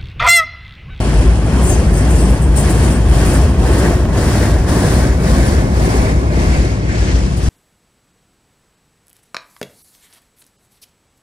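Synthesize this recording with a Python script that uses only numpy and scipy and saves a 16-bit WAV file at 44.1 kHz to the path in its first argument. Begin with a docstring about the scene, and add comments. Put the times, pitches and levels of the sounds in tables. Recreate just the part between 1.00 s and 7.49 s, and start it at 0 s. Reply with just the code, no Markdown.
"""Train on a girder bridge

A freight train rolls across a steel girder bridge, heard from the bank just below the deck.
Filtered noise makes the boom of the girders, its swells and the dull knocks; filtered random impacts
make the roar of rough treads, the hum of wheel webs, a steady hiss and a scrape once a turn.
Flange bites add grit and drive decaying modes of the wheel disc; brief wavering sines squeal."""
import sys
import numpy as np
from scipy import signal
from scipy.fft import rfft, irfft, next_fast_len
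from scipy.io import wavfile
from scipy.ndimage import uniform_filter1d, map_coordinates

SR = 44100
rng = np.random.default_rng(int(sys.argv[2]) if len(sys.argv) > 2 else 0)


def dump(signal):
    """Clip the signal to [-1, 1] and save it as 16-bit WAV at the path in sys.argv[1]."""
    limited = np.clip(np.atleast_2d(signal).T, -1, 1)
    pcm = np.round(limited * 32767).astype(np.int16)
    wavfile.write(sys.argv[1], SR, pcm)


N = 286201
TIME = np.arange(N) / SR
# frequency grid in Hz, kept above zero for logarithms, with room for ringing after the end
HZ = np.maximum(np.fft.rfftfreq(next_fast_len(N + SR // 10, True), 1 / SR), 1)

# All levels in the tables are relative; each spectrum is scaled to unit power when used.
# Passage of the nearest bogies: t/s, lag of the left/ms, left over right/dB
BOGIE_PASSAGE = [(0, -0.054, 0.5), (2.9, -0.024, 0.15), (3.7, 0.1, 0.1), (4.9, 0.31, 0.6),
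                 (6.49, 0.37, 1.1)]
# Slow change as the cars go by: t/s, steady girder boom level/dB, deck rumble level/dB
BRIDGE_LOAD = [(0, -14.5, -16), (.7, -11.5, -14.5), (2.3, -13, -14), (3.2, -15, -14), (4.7, -15.5, -14.5),
               (5.8, -18, -17), (6.49, -17, -17)]
# Swells of the low boom: t of crest/s, level/dB, width at half power/s
BOOM_SWELLS = [(0.166, -6.5, 0.067), (.28, -5, 0.065), (0.755, -16, 0.037), (0.823, -11, 0.022),
               (0.907, -6.5, 0.042), (1.143, -7.5, .06), (1.24, -9, .04), (1.307, -8, .035),
               (1.506, -6.5, 0.05), (1.797, -7, 0.055), (2.097, -7.5, 0.13), (2.264, -8.5, .05),
               (2.438, -8, 0.097), (2.616, -7.5, 0.045), (2.722, -7.5, 0.046), (2.92, -13, .04),
               (3.018, -18, 0.04), (3.53, -11, .06), (3.61, -7.5, 0.044), (3.992, -11, .08),
               (4.1, -10, .045), (4.33, -8, .055), (4.42, -10, 0.039), (4.568, -12, 0.06),
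               (4.807, -10.5, .05), (5, -12, 0.055), (5.16, -7, 0.036), (5.375, -9.5, 0.038),
               (5.484, -5, 0.037), (5.596, -6, .04), (6.022, -7, 0.031), (6.153, -9, .045),
               (6.235, -9.5, 0.026), (6.48, -8.5, .06)]
# Turns of the scraping wheel: start t/s, rise/s, scrape level/dB, sizzle level/dB, tread roar level/dB
WHEEL_TURNS = [(-.1, 0.083, -37, -39, -26.5), (.44, 0.17, -36, -36, -25), (.925, 0.14, -37, -36.5, -27),
               (1.53, 0.05, -34.5, -33.5, -25), (2.04, 0.12, -33, -34, -23), (2.56, 0.14, -34, -36, -21),
               (3.122, 0.058, -32, -35, -23), (3.663, 0.031, -31.5, -34, -22),
               (4.194, .08, -33, -37.5, -23.5), (4.713, 0.13, -34, -38.5, -21.5),
               (5.288, 0.13, -34.5, -42, -25), (5.83, 0.17, -34.5, -49.5, -31.5),
               (6.39, 0.2, -30, -31, -28)]
# How clearly this wheel stands out of the train's noise: t/s, share of the full dip [0 to 1]
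PROMINENCE = [(0, 0.5), (.95, 0.41), (1.5, 0.62), (3.1, 0.92), (4.7, 0.69), (6.49, 0.72)]
# Two resonances of the passing wheel webs: t/s, lower hum level/dB, upper hum level/dB
WEB_HUM = [(0, -38, -42), (1.2, -38, -42), (2.4, -34, -42), (3.9, -33, -40), (5.5, -38, -35.5),
           (6.49, -37.5, -42)]
# Brief rasps of the wheel webs: t of crest/s, lift of the lower hum/dB, lift of the upper hum/dB
WEB_RASPS = [(2.23, 5, -8), (2.36, 6, 1), (2.86, 6, 6), (5.55, 4, 7.5), (5.9, 5, 2), (6.09, 4, 7)]
# Slow level of the highest hiss: t/s, level against sizzle/dB
HISS_LEVEL = [(0, -26), (.7, -19), (2.2, -13), (3, -9.5), (4.9, -9.5), (5.9, -17), (6.49, -16)]
# Background hiss near 3 kHz through the whole passage: t/s, level/dB
BACKGROUND_HISS = [(0, -35.5), (1.3, -38.5), (2.3, -35), (3.2, -38), (5, -47), (6.49, -37.5)]
# Flange bites: start t/s, grit level/dB, drive of the high modes/dB, drive of the low modes/dB
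FLANGE_BITES = [(0.622, -21, -29, -33), (0.655, -23, -36, -44), (0.688, -14.5, -35, -32),
                (0.918, -29, -37, -35), (0.9614, -23, -35, -42), (1.098, -20.5, -35, -44),
                (1.1444, -26, -39, -43), (1.19, -29, -36, -43), (1.287, -32, -34, -53),
                (1.41, -24, -47, -55), (1.556, -14.5, -30, -35), (1.59, -19, -38, -42),
                (1.69, -15.5, -40, -46), (1.9, -24, -36, -55), (2.147, -33, -46, -44),
                (2.245, -21, -30, -48), (2.29, -22, -37, -44), (2.33, -20, -35, -42),
                (2.777, -19, -41, -45), (4.46, -23, -45, -37), (4.95, -25, -53, -41),
                (6.363, -28, -48, -60), (6.42, -31, -53, -37)]
# Modes of the wheel disc: f/Hz, level/dB, time to decay by 60 dB/s
DISC_MODES = [(1735, 0, .4), (4716, -6.5, .45), (5518, -4, .45), (6352, -1, .5), (6860, -9, .3),
              (7252, -5, .18), (8187, -3, .2), (9160, -7.5, .12), (10155, -6, .18), (10390, -12, .15),
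              (11241, -13, .22), (12383, -16.5, .17), (13595, -19, .1), (14798, -14.5, .12)]
# Squealing tones: start t/s, f/Hz, level/dB, time before the decay/s
SQUEAL_TONES = [(.64, 7252, -35, .02), (.685, 7252, -29, .03), (.685, 6352, -29, .05),
                (.69, 9160, -29, .02), (.7, 14798, -42, .03), (.72, 8187, -36, .04), (.93, 8187, -32, .065),
                (.96, 14798, -48, .05), (.965, 6352, -39, .035), (.97, 5518, -40, .05),
                (1.1, 8187, -33, .035), (1.115, 6352, -42, .02), (1.12, 10155, -43, .06),
                (1.14, 7252, -35, .03), (1.17, 5518, -38, .06), (1.17, 8187, -31, .07),
                (1.285, 8187, -40, .04), (1.415, 8187, -35, .03), (1.56, 8187, -27, .028),
                (1.575, 6352, -37, .03), (1.9, 8187, -37, .06), (2.015, 7252, -42, .022),
                (2.165, 7490, -36, .02), (2.25, 8187, -35, .04), (2.315, 7252, -34, .03),
                (2.335, 10155, -39, .03), (2.67, 8187, -43, .03), (4.09, 6800, -42, .03),
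                (4.378, 10290, -45, .025), (4.44, 10290, -36, .035), (5.012, 10250, -45, .025),
                (6.228, 8480, -45, .02), (6.29, 9170, -48, .12), (6.425, 8187, -44, .03)]
# Dull knocks of wheels on the track: t/s, level/dB
TRACK_KNOCKS = [(3.054, -19), (4.579, -17), (4.922, -19), (5.37, -18.5)]

# Spectrum of the lowest girder resonance: f/Hz, level per Hz/dB
GIRDER_SPECTRUM = [(15, -47), (30, -40), (40, -16), (48, -4.5), (55, 7), (61, 7.5), (67, -0.5), (76, -11.5),
                   (110, -36)]
# Spectrum of the deck plates: f/Hz, level per Hz/dB
DECK_SPECTRUM = [(50, -18), (68, 2), (80, -1), (105, 0), (122, -4), (145, -2.5), (200, -7), (225, -10.5),
                 (300, -13), (380, -15), (550, -24.5), (1200, -34)]
# Spectrum of rough treads on the rail: f/Hz, level per Hz/dB
TREAD_SPECTRUM = [(150, -4), (260, 5.5), (360, 5), (460, -0.5), (650, 0.5), (900, -7), (1120, -7.5),
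                  (1300, -15), (1700, -15.5), (2300, -34), (3800, -48)]
# Spectrum of the lower web resonance: f/Hz, level per Hz/dB
LOWER_WEB_SPECTRUM = [(1200, -16.5), (1450, -2), (1720, 1), (1950, -1), (2200, -23)]
# Spectrum of the upper web resonance: f/Hz, level per Hz/dB
UPPER_WEB_SPECTRUM = [(1750, -22), (2050, 0.5), (2270, -1), (2500, -4.5), (2800, -10.5), (3300, -28)]
# Spectrum of the scraping wheel: f/Hz, level per Hz/dB
SCRAPE_SPECTRUM = [(1200, 4), (1800, 3.5), (2700, 1), (3700, 3), (4700, 4), (5500, 5), (6200, 1), (7200, 1),
                   (9000, -9.5), (10300, -21), (11300, -41), (16000, -26)]
# Spectrum of the sizzle: f/Hz, level per Hz/dB
SIZZLE_SPECTRUM = [(4000, -15), (6500, -17.5), (7500, -4), (8500, -3.5), (9200, 1), (10100, -4.5),
                   (10900, -12.5), (12200, -25), (14300, -16), (15700, -27)]
# Spectrum of the highest hiss: f/Hz, level per Hz/dB
TOP_HISS_SPECTRUM = [(10000, -20), (11200, 1), (12500, -1), (14000, -5), (15700, -5)]
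# Spectrum of the rail hiss near 3 kHz: f/Hz, level per Hz/dB
RAIL_SPECTRUM = [(2200, -7.5), (2600, -2), (2900, -5), (3300, -3.5), (3700, -21)]
# Spectrum of the flange grinding on the rail head: f/Hz, level per Hz/dB
BITE_SPECTRUM = [(3500, -32), (6000, -1), (7300, 10), (8300, 13), (9400, 13.5), (10800, 7.5), (12500, -3),
                 (14800, 2), (16000, -7)]
# Spectrum of a knock: f/Hz, level per Hz/dB
KNOCK_SPECTRUM = [(150, -6), (330, 7), (650, -5), (1100, -14), (2000, -19), (3000, -21)]
# Likeness of left and right: f/Hz, correlation [0 to 1]
LIKENESS = [(80, 1), (200, 0.965), (600, 0.82), (1300, 0.62), (2300, 0.36), (4500, 0.32), (6000, 0.22),
            (7200, 0.65), (8300, 0.9), (11500, 1), (15000, 1)]
# Microphone ports: f/Hz, left level/dB, right level/dB, phase lag of the right/rad
PORTS = [(60, 0.5, -0.5, 0), (200, 0.8, -0.5, 0), (600, 0.8, 1.1, 0), (1300, 1.6, 2.0, 0),
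         (2300, 0.9, 4.4, 1.8), (3200, 3.9, 0.5, 1.0), (4500, 4.4, -2.3, 1.0), (6000, 6.0, -4.2, 2.2),
         (7200, 6.4, 0.2, 2.0), (8300, 8.2, 4.6, 2.3), (9700, 2.4, 1.7, 1.3), (11500, -0.0, 0.0, 0.0),
         (15000, 3.3, 3.3, -1.7)]

PLATE_RIPPLE_DB, PLATE_MODE_HZ = 1.3, 22   # spread and spacing of the plate modes
RELEASE_AFTER_S, RELEASE_S = 0.32, 0.18   # the wheel bears on this long in each turn, then eases off
EASING = 1.1   # exponent; above 1 rounds the shoulders of each swell
# full dip of each sound while the wheel is eased off, before its prominence is applied
SCRAPE_DIP_DB, SIZZLE_DIP_DB, ROAR_DIP_DB = 10.5, 13, 7
DECK_DIP_DB, WEB_DIP_DB, RAIL_DIP_DB = 2, 8.5, 7.5
RASP_S = 0.033   # width of a rasp at half its lift in dB
RASP_DB, RASPS_PER_S = 1.44, 25   # uneven grip makes the web hum rasp
BITE_S = 0.03   # time scale on which a bite lets go
TURNS_PER_S, HZ_PER_LOBE, LOBE_DEPTH = 1.87, 650, .5   # lobes of each mode sweep past, so it beats
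SQUEAL_RISE_S, SQUEAL_RING_CYCLES = .007, 1000   # a squeal dies by 60 dB in this many cycles
SQUEAL_WOBBLE_HZ, SQUEAL_FLUTTER_DB, SQUEAL_DB = 38, 2.6, -2.5   # pitch and level spread, overall gain
KNOCK_T60_S = .06
PATCH_DB, PATCH_HZ, PATCH_S = 1.3, 110, .025   # depth, width and life of a patch of resonance
CUTOFF_HZ = 16100


def from_db(db):
    """Logarithmic measure: decibels to amplitude gain."""
    return 10 ** (np.asarray(db) / 20)


def rms_one(x):
    """Normalization: scale to unit mean power."""
    return x / np.sqrt(np.mean(x ** 2) + 1e-20)


def in_time(rows):
    """Linear interpolation: the columns of a curve at every sample."""
    s, *columns = np.transpose(rows)
    return [np.interp(TIME, s, column) for column in columns]


def in_hz(rows):
    """Interpolation along log frequency: the columns of a spectrum at every frequency."""
    hz, *columns = np.transpose(rows)
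    return [np.interp(np.log(HZ), np.log(hz), column) for column in columns]


def drift(rate):
    """Slow random modulation: chance values about rate times a second, joined by lines; RMS 1."""
    knots = rng.standard_normal(2048)
    return rms_one(np.interp(TIME * rate, np.arange(len(knots)), knots))


def bell(s, length):
    """Gaussian envelope: a hump of height 1 around s; length is its width at half height."""
    hump = np.zeros(N)
    near = slice(*np.searchsorted(TIME, [s - 2 * length, s + 2 * length]))
    hump[near] = .5 ** ((2 * (TIME[near] - s) / length) ** 2)
    return hump


def steady(x, span_s):
    """Envelope normalization: even out the level and keep the wandering phase."""
    analytic = signal.hilbert(x, next_fast_len(N))[:, :N]
    power = np.mean(np.abs(analytic) ** 2, axis=0) / 2
    return x / np.sqrt(np.abs(uniform_filter1d(power, max(int(span_s * SR), 1))) + 1e-12)


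def padded_fft(x):
    """Fourier analysis: spectrum on the HZ grid, with room for ringing after the end."""
    return rfft(x, 2 * (len(HZ) - 1))


def contacts(per_s, spread_db):
    """Shot noise: two unrelated streams of tiny steel-on-steel impacts of uneven size."""
    sizes = from_db(spread_db * np.minimum(rng.exponential(1, (2, N)), 4))
    hits = rng.random((2, N)) < per_s / SR
    return rms_one(hits * sizes * rng.choice([-1, 1], (2, N)))


def radiate(force, spectrum):
    """Resonant radiation: a steel body colours two force streams, which are then given their stereo
    correlation."""
    alike = np.clip(in_hz(LIKENESS)[0], 0, 1)
    roll_off = np.minimum(spectrum[-1][0] / HZ, 1) ** 4
    # above the girder's few low modes, crowded plate modes leave small peaks and dips
    modes_hz = np.arange(0, SR, PLATE_MODE_HZ)
    peaks = rng.standard_normal(len(modes_hz)) * (modes_hz > 250)
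    ripple_db = PLATE_RIPPLE_DB * np.interp(HZ, modes_hz, peaks)
    mid, side = padded_fft(force) * from_db(in_hz(spectrum)[0] + ripple_db) * roll_off
    stereo = np.sqrt(1 + alike) * mid + np.sqrt(1 - alike) * side * [[1], [-1]]
    return rms_one(irfft(stereo)[:, :N])


def wheel_turns():
    """Periodic contact load: once a turn the wheel bears on, holds and eases off.

    Returns slack (0 = full grip), then the scrape, sizzle and roar levels in dB."""
    starts, rises, *levels_db = np.transpose(WHEEL_TURNS)
    release_end = RELEASE_AFTER_S + RELEASE_S
    presses = []
    for s, rise in zip(starts, rises):
        ages = [0, min(rise, RELEASE_AFTER_S), RELEASE_AFTER_S, release_end]
        presses.append(np.interp(TIME - s, ages, [0, 1, 1, 0]))
    pressure = np.max(presses, axis=0)
    slack = (1 - pressure) ** EASING * in_time(PROMINENCE)[0]
    middles = starts + release_end / 2
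    dips_db = SCRAPE_DIP_DB, SIZZLE_DIP_DB, ROAR_DIP_DB
    return slack, *[np.interp(TIME, middles, db) - dip_db * slack for db, dip_db in zip(levels_db, dips_db)]


def girders(gain_db, swell_db, span_s):
    """Narrow-band resonance: the girders throb in a low mode, swells adding in power to the boom."""
    boom_db, _ = in_time(BRIDGE_LOAD)
    swells = sum(from_db(db + swell_db) ** 2 * bell(s, length) for s, db, length in BOOM_SWELLS)
    level = np.sqrt(from_db(boom_db + gain_db) ** 2 + swells)
    throb = level * steady(radiate(rng.standard_normal((2, N)), GIRDER_SPECTRUM), span_s)
    return signal.sosfilt(signal.butter(3, 33, "high", fs=SR, output="sos"), throb)


def rolling(slack, roar_db, deck_gain_db, roar_gain_db, lower_gain_db, upper_gain_db):
    """Roughness excitation: rough treads shake the deck, roar from the rail and hum in the wheel webs."""
    deck_db = in_time(BRIDGE_LOAD)[1] - DECK_DIP_DB * slack
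    lifts_db = sum(np.outer(db, bell(s, RASP_S)) for s, *db in WEB_RASPS)
    lower_db, upper_db = in_time(WEB_HUM) + lifts_db - WEB_DIP_DB * slack
    plates = steady(radiate(rng.standard_normal((2, N)), DECK_SPECTRUM), span_s=0.08)
    deck = from_db(deck_db + deck_gain_db) * plates
    roar = steady(radiate(contacts(per_s=5000, spread_db=2.5), TREAD_SPECTRUM), span_s=0.073)
    tread = from_db(roar_db + roar_gain_db) * roar
    lower_hum = radiate(contacts(per_s=4000, spread_db=3.0), LOWER_WEB_SPECTRUM)
    lower = from_db(lower_db + lower_gain_db) * lower_hum
    upper_hum = radiate(contacts(per_s=4000, spread_db=1.5), UPPER_WEB_SPECTRUM)
    upper = from_db(upper_db + upper_gain_db) * upper_hum
    rasp = from_db(RASP_DB * drift(RASPS_PER_S))
    left, right = deck + tread + rasp * (lower + upper)
    lag_ms, _ = in_time(BOGIE_PASSAGE)
    return np.array([np.interp(TIME - lag_ms / 1000, TIME, left), right])


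def scrape(scrape_db, sizzle_db, scrape_gain_db, sizzle_gain_db, chatter_db):
    """Stick-slip friction: grains, sizzle and top hiss swell with each turn at levels of their own."""
    chatter = from_db(chatter_db * drift(120))
    grains = radiate(contacts(per_s=15000, spread_db=1.0), SCRAPE_SPECTRUM)
    body = from_db(scrape_db + scrape_gain_db) * grains
    bright = radiate(contacts(per_s=15000, spread_db=-0.5), SIZZLE_SPECTRUM)
    sizzle = from_db(sizzle_db + sizzle_gain_db) * bright
    top = radiate(contacts(per_s=5000, spread_db=-2.0), TOP_HISS_SPECTRUM)
    hiss = from_db(sizzle_db + sizzle_gain_db + in_time(HISS_LEVEL)[0]) * top
    return chatter * (body + sizzle + hiss)


def rail(slack):
    """Structure-borne sound: rolling contact carried along the rail as a narrow background hiss."""
    level_db, = in_time(BACKGROUND_HISS)
    hiss = radiate(contacts(per_s=8000, spread_db=3.5), RAIL_SPECTRUM)
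    return from_db(level_db - RAIL_DIP_DB * slack) * hiss


def bite_force(levels_db, rise_s):
    """Transient friction: each bite grips quickly and soon lets go."""
    force = np.zeros(N)
    for (s, *_), level_db in zip(FLANGE_BITES, levels_db):
        span = slice(int(s * SR), int(s * SR) + SR // 4)
        age = np.maximum(TIME[span] - s, 0)
        force[span] += from_db(level_db) * (1 - np.exp(-age / rise_s)) * np.exp(-(age / BITE_S) ** 2)
    return force


def flange(sizzle_db, grit_db, ring_db, rub_ring_db):
    """Modal excitation: flange bites grind, and with the rubbing feed wheel modes that ring on after."""
    _, bite_db, high_db, low_db = np.transpose(FLANGE_BITES)
    grit = radiate(contacts(per_s=8000, spread_db=1.0), BITE_SPECTRUM)
    out = from_db(grit_db) * bite_force(bite_db, rise_s=0.008) * grit
    rubbing = from_db(sizzle_db + rub_ring_db)
    for hz, level_db, t60 in DISC_MODES:
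        # the point of contact decides whether the high or the low modes take up a bite
        strength_db = (high_db if hz > 7000 else low_db) + rng.normal(0, 2.5, len(FLANGE_BITES))
        drive = bite_force(strength_db + ring_db, rise_s=0.0011) + rubbing
        keep = from_db(-60 / (t60 * SR))   # amplitude kept from one sample to the next
        swell = signal.lfilter([1 - keep], [1, -keep], drive)
        # friction jostles level and phase, the phase more so in well damped modes
        flutter_db = 2.0 * drift(60)
        jostle = np.cumsum(rng.standard_normal(N)) * np.sqrt(2 * np.log(1000) / (t60 * SR))
        lobe_hz = round(hz / HZ_PER_LOBE) * TURNS_PER_S
        lobes = 1 + LOBE_DEPTH * np.sin(2 * np.pi * (lobe_hz * TIME + rng.random()))
        tone = np.sin(2 * np.pi * hz * TIME + jostle)
        out = out + from_db(level_db + flutter_db) * lobes * swell * tone
    return out


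def squeals():
    """Self-excited oscillation: a slipping wheel locks onto wavering tones, which build and ring out."""
    out = np.zeros(N)
    wobble = SQUEAL_WOBBLE_HZ * drift(300)
    flutter = from_db(SQUEAL_DB + SQUEAL_FLUTTER_DB * drift(200))
    for s, hz, db, length in SQUEAL_TONES:
        span = slice(int(s * SR), int(s * SR) + SR // 2)
        age = np.maximum(TIME[span] - s, 0)
        fade_db = 60 * np.maximum(age - length, 0) * hz / SQUEAL_RING_CYCLES
        level = from_db(db - fade_db) * (1 - np.exp(-age / SQUEAL_RISE_S)) * flutter[span]
        out[span] += level * np.sin(2 * np.pi * np.cumsum(hz + wobble[span]) / SR)
    return out


def knocks():
    """Impact and damping: a wheel drops onto the rail and jolts the deck, which quickly falls quiet."""
    level = np.zeros(N)
    for s, db in TRACK_KNOCKS:
        span = slice(int(s * SR), int(s * SR) + SR // 2)
        level[span] += from_db(db - 60 * (TIME[span] - s) / KNOCK_T60_S)
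    return level * radiate(rng.standard_normal((2, N)), KNOCK_SPECTRUM)


def wander(x):
    """Time-varying resonance: moving contacts make narrow patches of the sound swell and fade."""
    hz, s, bands = signal.stft(x, SR, nperseg=1024)
    chance = rng.standard_normal((256, 256))
    places = np.meshgrid(hz / PATCH_HZ, s / PATCH_S, indexing="ij")
    patches = map_coordinates(chance, places, order=2, mode="mirror")
    gain = from_db(PATCH_DB * patches * np.minimum(hz / 300, 1)[:, None])   # shallower below 300 Hz
    gain = gain / np.sqrt(np.mean(gain ** 2, axis=1, keepdims=True))
    return signal.istft(bands * gain, SR)[1][:, :N]


def scene():
    """Superposition: bridge and rolling wheels, weighted left against right, join the friction sounds."""
    _, pan_db = in_time(BOGIE_PASSAGE)
    pan = from_db(pan_db / 2 * [[1], [-1]])
    slack, scrape_db, sizzle_db, roar_db = wheel_turns()
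    bridge = girders(gain_db=-1.7, swell_db=-1.66, span_s=0.065)
    wheels = rolling(slack, roar_db, deck_gain_db=0.57, roar_gain_db=2.5,
                     lower_gain_db=0.3, upper_gain_db=0.3)
    rubbing = scrape(scrape_db, sizzle_db, scrape_gain_db=1.3, sizzle_gain_db=-1.4, chatter_db=0.7)
    background = rail(slack)
    grinding = flange(sizzle_db, grit_db=-10.2, ring_db=0.5, rub_ring_db=-20.5)
    moving = wander(wheels * pan + background + rubbing + grinding)
    return moving + squeals() + (bridge + knocks()) * pan


def record(dry):
    """Linear reception, then saturation: two ports colour the sides, peaks are rounded, the top is cut."""
    left_db, right_db, lag = in_hz(PORTS)
    soft_ends = np.minimum(np.minimum(TIME, TIME[::-1]) / .003, 1)   # 3 ms fades
    ports = np.array([from_db(left_db), from_db(right_db) * np.exp(-1j * lag)])
    heard = irfft(padded_fft(dry * soft_ends) * ports)[:, :N]
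    ceiling = .98
    rounded = heard / (1 + (heard / ceiling) ** 6) ** (1 / 6)
    return signal.sosfilt(signal.cheby2(24, 70, CUTOFF_HZ, fs=SR, output="sos"), rounded)


dry = scene()
out = record(dry)
dump(out)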